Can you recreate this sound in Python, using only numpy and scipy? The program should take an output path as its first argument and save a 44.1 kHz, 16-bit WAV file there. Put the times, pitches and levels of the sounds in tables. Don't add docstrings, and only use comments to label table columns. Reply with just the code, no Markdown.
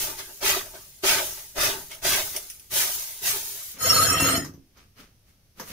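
import sys
import numpy as np
from scipy import signal
from scipy.fft import rfft, irfft
from scipy.io import wavfile

SR = 44100
rng = np.random.default_rng(int(sys.argv[2]) if len(sys.argv) > 2 else 0)


def dump(signal):
    limited = np.clip(np.atleast_2d(signal).T, -1, 1)
    pcm = np.round(limited * 32767).astype(np.int16)
    wavfile.write(sys.argv[1], SR, pcm)


N = 252230
TIME = np.arange(N) / SR
FREQS = np.maximum(np.arange(N // 2 + 1) * SR / N, 1)

# frequency_hz, correlation
STEREO_IMAGE = [(100, .95), (300, .87), (500, .72), (750, .45), (1200, .15), (2200, .28), (4000, -.05),
                (15000, -.02)]

# frequency_hz, level_db
ROOM_EQ = [(12, -35.5), (20, -5), (68, -3), (207, -16), (581, -24), (1040, -30), (4070, -28), (6020, -25),
           (7310, -35.5), (10500, -28.5), (15500, -30.5)]
DRAUGHT_EQ = [(20, 1), (35, 3.5), (60, -7.5), (105, 0), (190, -11.5), (400, -27), (2000, -69.5)]
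JET_EQ = [(250, -40), (700, -5.5), (1150, -6.5), (1600, -0.5), (2200, 0), (3200, 0.5), (4300, -2),
          (6000, 0), (7600, -9), (10000, -6.5), (16000, -22.5)]
SIZZLE_EQ = [(400, -59.5), (1500, -21.5), (3200, -7), (4200, -5), (5700, -1), (6600, 1), (7600, -4),
             (9300, 0), (12500, 0.5), (14400, 1), (16000, 0.5)]
CLOTH_EQ = [(88, -31), (150, 7), (428, -0.5), (966, -6.5), (1270, 2.5), (1480, -2.5), (2140, -1.5),
            (3830, -6), (5990, -7), (7860, -18), (12300, -18.5), (15500, -26.5)]
GRIT_EQ = [(200, -10), (450, 0), (900, -3), (2000, -1), (3000, -7), (3700, -17), (7000, -24), (15000, -32)]

# pitch_hz, width_hz, level_db
FIREBOX_MODES = [(315, 110, -8), (387, 32, 5.5), (607, 120, 2.5), (865, 92, 3), (1181, 180, 0),
                 (1490, 89, -3)]
PLASTIC_MODES = [(2170, 700, -10), (3100, 1000, -3.5), (5700, 1300, 2.5), (10000, 3500, 2.5),
                 (14000, 3000, -1.5)]
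PLATE_GRIND_MODES = [(508, 91, -17), (658.4, 20, -1.5), (990, 320, -20), (1199, 33, -4.5), (1296, 55, 0.5),
                     (1389, 15, -5.5), (1550, 230, -12), (1863, 170, -8.5), (2073, 83, -13),
                     (2326, 36, -14), (2620, 120, -12.5), (2810, 66, -8), (3050, 79, -7.5), (3164, 28, -4),
                     (3355, 110, -14.5)]
PLATE_SQUEAL_MODES = [(3912, 28, -8), (4180, 40, -8), (4322, 24, -3), (5125, 24, -2.5), (5510, 36, -3),
                      (6490, 36, -8), (6605, 45, -2), (6868, 28, -1), (6976, 30, -4), (7870, 45, -12),
                      (8260, 95, -9), (8640, 60, -7), (9410, 45, -11), (9822, 36, -7), (9950, 40, -11),
                      (10255, 40, -7), (10480, 40, -7), (10720, 45, -11), (11200, 36, -11), (11750, 36, -7),
                      (12060, 55, -7), (12590, 40, -10), (13170, 36, -12), (13880, 70, -9),
                      (14200, 36, -13), (14560, 50, -10), (15200, 42, -11)]
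PLATE_SHEEN_MODES = [(4140, 620, 1.5), (5470, 350, 6), (7090, 530, 3.5), (8100, 310, -7.5),
                     (10700, 1900, 1.5), (12300, 570, 2), (14200, 800, -7.5)]
BRICK_MODES = [(92.5, 28, 6.5), (115.7, 17, 4), (172, 47, -10), (339.6, 40, -17.5)]
FLUE_MODES = [(146, 20, 0), (274, 16, 1), (310, 60, -7)]
SEATED_IRON_MODES = [(198.6, 79.8, 13), (450, 170, 6.5), (890, 289, 3), (1450, 320, -7), (2620, 500, -22),
                     (5420, 1000, 1), (5980, 420, 1.5), (13320, 4700, -3)]

# start_s, rise_s, hold_s, jet_db, ring_db, burst_db, sizzle_db, fade_db_per_s, air_db
SQUEEZES = [ (-0.06, 0.052, .04, -36.5, -41, -29.5, -45.5, 13, -48.5),
            (0.4, 0.07, 0.031, -24.5, -34, -26, -52, 42.5, -45),
            (1.021, 0.056, 0.042, -22.5, -32.5, -26.5, -34.5, 74.5, -44),
            (1.545, 0.076, 0.034, -26, -32.5, -28, -42.5, 70, -42.5),
            (2.014, 0.052, 0.084, -26.5, -35, -28, -34.5, 57, -42),
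            (2.695, 0.074, .045, -29.5, -42.5, -25, -32, 46, -49.5),
            (3.201, 0.072, 0.017, -31.5, -45, -25.5, -37, 20, -50), ]
# peak_s, ring_db, hiss_db
LATE_DROPS = [(0.192, -48, -39), (0.29, -53, -70.5), (0.751, -46.5, -53.5), (1.38, -56, -53.5),
              (1.917, -48.5, -43.5), (2.35, -44.5, -45)]
# start_s, level_db
JET_SLAPS = [(0.427, -26), (1.036, -11), (2.05, -14)]
# start_s, level_db
TRIGGER_CLICKS = [(0.188, -33), (1.914, -35), (1.9469, -34), (2.3633, -17), (2.439, -47), (2.4994, -26),
                  (2.596, -36.5)]
# peak_s, rub_db, fizz_db, air_db
CLOTH_RUBS = [(3.775, -45, -66, -65), (4.786, -53, -76, -70), (4.825, -71, -73, -70), (5.0, -47, -58, -70),
              (5.29, -63.5, -68, -77), (5.605, -45, -53, -60), (5.685, -50.5, -47, -57),
              (5.72, -41.5, -56, -54)]
# time_s, level_db
SQUEAL_FADER = [(3.785, -48), (3.83, -27.5), (3.93, -24.5), (4.01, -23.5), (4.1, -27.5), (4.175, -34.5),
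                (4.205, -27.5), (4.38, -31.5), (4.425, -46.5), (4.455, -47.5), (4.52, -69)]
# peak_s, half_length_s, pitch_hz, level_db
PLATE_SQUEAKS = [(3.843, 0.026, 1250, -29), (3.858, 0.014, 512, -30), (3.907, 0.017, 5505, -14),
                 (3.912, 0.048, 5125, -24), (3.933, 0.0075, 1245, -21.5), (3.967, 0.04, 4322, -22),
                 (3.997, 0.012, 1245, -17), (4.13, 0.068, 1277, -27.5), (4.154, 0.074, 5505, -31),
                 (4.216, 0.05, 2735, -26.5), (4.268, 0.022, 6868, -28), (4.27, 0.076, 274, -31)]
# start_s, level_db
IRON_KNOCKS = [(4.445, -31.5), (4.537, -49.5), (4.772, -50.5), (5.597, -27)]

JET_FALL_DB_PER_S, BURST_FALL_DB_PER_S = 119, 123
SQUEEZE_S, SHUT_DB_PER_S = 0.19, 139
RING_RISE_S, RING_HOLD_S, RING_FALL_DB_PER_S = 0.038, .13, 155
WET_S = 0.25
SIZZLE_RING_DB, SIZZLE_PATTER_DB = -20.5, -12
SIZZLE_END_S, SIZZLE_STOP_DB_PER_S = 3.725, 219
STIR_HOLD_S, STIR_FALL_DB_PER_S = 0.063, 56.5
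DROP_RISE_S, SCUFF_RISE_S = 0.023, 0.054
SLIDE_START_S = 3.775


def from_db(db):
    return 10 ** (np.asarray(db) / 20)


def rms_one(x):
    return x / np.sqrt(np.mean(x ** 2) + 1e-20)


def at_hz(points):
    hz, value = np.transpose(points)
    return np.interp(np.log(FREQS), np.log(hz), value)


def noise():
    return rng.standard_normal((2, N))


def drift(rate_hz):
    hop, settle = 40, 2000
    pole = np.exp(-2 * np.pi * rate_hz * hop / SR)
    steps = rng.standard_normal(N // hop + settle + 2)
    slow = signal.lfilter([1], [1, -2 * pole, pole * pole], steps)[settle:]
    return np.interp(np.arange(N) / hop, np.arange(len(slow)), rms_one(slow))


def grains(per_s, spread_db, smooth=1.0):
    sizes = from_db(spread_db * np.minimum(rng.exponential(1, N), 4))
    clicks = (rng.random(N) < per_s / SR) * sizes * noise()
    return rms_one(rms_one(clicks) + smooth * noise())


def stroke(start_s, rise_s, hold_s, fall_db_per_s):
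    t = TIME - start_s
    attack = np.clip(t / rise_s, 0, 1) ** 1.43
    return attack * from_db(-fall_db_per_s * np.maximum(t - rise_s - hold_s, 0))


def blows(events, decay_s):
    return sum(from_db(db) * (TIME >= s) * np.exp(-np.abs(TIME - s) / decay_s) for s, db in events)


def spread(x):
    alike = np.clip(at_hz(STEREO_IMAGE), -.99, .99)
    mid, side = rfft(x) * np.sqrt([1 + alike, 1 - alike])
    return irfft([mid + side, mid - side], N) / np.sqrt(2)


def pan(x, left_db):
    return x * from_db([[left_db / 2], [-left_db / 2]])


def colour(x, eq):
    return rms_one(spread(irfft(rfft(x) * from_db(at_hz(eq)), N)))


def resonate(x, hz, width_hz):
    radius = np.exp(-np.pi * width_hz / SR)
    zeros = np.array([1, 0, -1]) * (1 - radius ** 2) / 2
    poles = [1, -2 * radius * np.cos(2 * np.pi * hz / SR), radius ** 2]
    return signal.lfilter(zeros, poles, x + 1e-18)


def body(force, modes, wander_db, skirt_hz):
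    power = rings = 0
    for hz, width_hz, db in modes:
        share = from_db(db) * rms_one(from_db(wander_db * drift(13)))
        rings += share * resonate(resonate(force, hz, width_hz), hz, skirt_hz)
        power += from_db(2 * db) * np.pi * width_hz * skirt_hz / (width_hz + skirt_hz) / SR
    return spread(rings / np.sqrt(power))


def rebound(x, echo_db, patterns=8):
    t = TIME[:600]
    reflected = power = 0
    for _ in range(patterns):
        echoes = rng.standard_normal((2, len(t))) * np.exp(-t / .005) * (t > .001)
        echoes *= from_db(echo_db) / np.sqrt(np.sum(echoes ** 2, axis=1, keepdims=True))
        weight = drift(5)
        reflected += weight * signal.oaconvolve(x, echoes, axes=1)[:, :N]
        power += weight ** 2
    return rms_one(x + reflected / np.sqrt(power))


def workshop(x, wet_db, t60_s=0.2):
    t = TIME[:SR // 2]
    tail = rng.standard_normal((2, len(t))) * from_db(-60 * t / t60_s) * (t > .006)
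    tail /= np.sqrt(np.sum(tail ** 2, axis=1, keepdims=True))
    return x + from_db(wet_db) * signal.fftconvolve(x, tail, axes=1)[:, :N]


def room_bed():
    return from_db(-61.5) * colour(noise(), ROOM_EQ) + from_db(-66.5) * colour(noise(), DRAUGHT_EQ)


def squirts():
    jet = hollow = burst = sizzle = air = 0
    for start, rise, hold, jet_db, ring_db, burst_db, sizzle_db, fade, air_db in SQUEEZES:
        valve = from_db(-SHUT_DB_PER_S * np.maximum(TIME - start - SQUEEZE_S, 0))
        jet += from_db(jet_db) * valve * stroke(start, rise, hold, JET_FALL_DB_PER_S)
        hollow += from_db(ring_db) * stroke(start, RING_RISE_S, RING_HOLD_S, RING_FALL_DB_PER_S)
        burst += from_db(burst_db) * valve * stroke(start, rise, hold, BURST_FALL_DB_PER_S)
        sizzle += from_db(sizzle_db) * stroke(start, rise, WET_S - rise, fade)
        air += from_db(air_db) * stroke(start, RING_RISE_S, STIR_HOLD_S, STIR_FALL_DB_PER_S)
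    sizzle *= from_db(-SIZZLE_STOP_DB_PER_S * np.maximum(TIME - SIZZLE_END_S, 0))
    hollow = np.hypot(hollow, from_db(SIZZLE_RING_DB) * sizzle)
    jet = np.hypot(jet, from_db(SIZZLE_PATTER_DB) * sizzle)
    steam = np.hypot(burst, sizzle)
    return hollow, jet, steam, air


def spray():
    hollow, jet, steam, air = squirts()
    for peak_s, ring_db, hiss_db in LATE_DROPS:
        landing = stroke(peak_s - DROP_RISE_S, DROP_RISE_S, hold_s=0.0072, fall_db_per_s=257)
        hollow += from_db(ring_db) * landing
        jet += from_db(hiss_db) * landing
        steam += from_db(hiss_db - 13) * landing
    jet += from_db(-23) * blows(JET_SLAPS, decay_s=0.036)
    hollow += from_db(-18.5) * blows(JET_SLAPS, decay_s=0.015)
    drops = rebound(grains(per_s=3200, spread_db=-1, smooth=0.81), echo_db=7.5)
    boiling = rebound(grains(per_s=2600, spread_db=0.5), echo_db=-1)
    drumming = grains(per_s=1600, spread_db=-1.5)
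    patter = from_db(3) * jet * colour(drops, JET_EQ)
    ring = from_db(3) * hollow * body(drumming, FIREBOX_MODES, wander_db=3, skirt_hz=510)
    sputter = from_db(0.25 * drift(35))
    sizzle = from_db(5) * steam * sputter * colour(boiling, SIZZLE_EQ)
    puff = air * colour(noise(), DRAUGHT_EQ)
    return pan(ring, left_db=1.3) + pan(patter, left_db=-0.1) + pan(sizzle, left_db=0.5) + puff


def trigger():
    force = from_db(-2.5) * blows(TRIGGER_CLICKS, decay_s=0.011) * noise()
    snap = body(force, PLASTIC_MODES, wander_db=0, skirt_hz=6000)
    return workshop(snap, wet_db=-9.5)


def scuffs():
    rub = fizz = air = 0
    for peak_s, rub_db, fizz_db, air_db in CLOTH_RUBS:
        start = peak_s - SCUFF_RISE_S
        swipe = stroke(start, SCUFF_RISE_S, hold_s=0.0061, fall_db_per_s=196)
        rub += from_db(rub_db) * swipe
        fizz += from_db(fizz_db) * swipe
        air += from_db(air_db) * stroke(start, SCUFF_RISE_S, STIR_HOLD_S, STIR_FALL_DB_PER_S)
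    fibres = grains(per_s=4400, spread_db=3, smooth=0.77)
    rustle = from_db(-1) * rub * colour(fibres, CLOTH_EQ)
    top = from_db(4) * fizz * colour(noise(), SIZZLE_EQ)
    return rustle + top + air * colour(noise(), DRAUGHT_EQ)


def damper():
    slide = from_db(-25.5) * stroke(SLIDE_START_S, rise_s=0.099, hold_s=0.48, fall_db_per_s=226)
    squeal_db = np.interp(TIME, *np.transpose(SQUEAL_FADER), left=-np.inf, right=-np.inf)
    friction = grains(per_s=890, spread_db=1.5)
    grind = from_db(0.5) * slide * body(friction, PLATE_GRIND_MODES, wander_db=4, skirt_hz=450)
    lines = body(friction, PLATE_SQUEAL_MODES, wander_db=4.6, skirt_hz=170)
    sheen = from_db(-9.5) * body(friction, PLATE_SHEEN_MODES, wander_db=4, skirt_hz=300)
    squeal = from_db(squeal_db + 4) * (lines + sheen)
    grit = from_db(-5) * slide * colour(friction, GRIT_EQ)
    return pan(grind + grit, left_db=0.5) + squeal


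def flue_rumble():
    swell = from_db(-29) * stroke(SLIDE_START_S, rise_s=0.11, hold_s=0.51, fall_db_per_s=118)
    judder = grains(per_s=290, spread_db=4.5)
    thud = from_db(-7) * body(judder, BRICK_MODES, wander_db=0, skirt_hz=113.8)
    opening_db = np.interp(TIME, [3.9, 4.25], [-14, -2.5])
    boom = from_db(opening_db) * body(judder, FLUE_MODES, wander_db=-2, skirt_hz=98)
    return swell * (thud + boom)


def squeaks():
    out = 0
    for peak_s, half_length_s, hz, db in PLATE_SQUEAKS:
        swell = from_db(db) * np.exp(-2 * ((TIME - peak_s) / half_length_s) ** 2)
        cycles = np.cumsum(hz * (1 + .004 * drift(90))) / SR
        path_s = rng.uniform(0, 0.00041, (2, 1))
        out += swell * np.sqrt(2) * np.sin(2 * np.pi * (cycles - hz * path_s))
    return out


def knocks():
    force = from_db(-4) * blows(IRON_KNOCKS, decay_s=0.024) * noise()
    thunk = body(force, SEATED_IRON_MODES, wander_db=1, skirt_hz=1800)
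    return workshop(thunk, wet_db=-8.5)


def scene():
    return room_bed() + spray() + trigger() + scuffs() + damper() + flue_rumble() + squeaks() + knocks()


def record(dry):
    cutoff_hz = 15600
    return signal.sosfilt(signal.ellip(12, .1, 90, cutoff_hz, fs=SR, output="sos"), dry)


dry = scene()
out = record(dry)
dump(out)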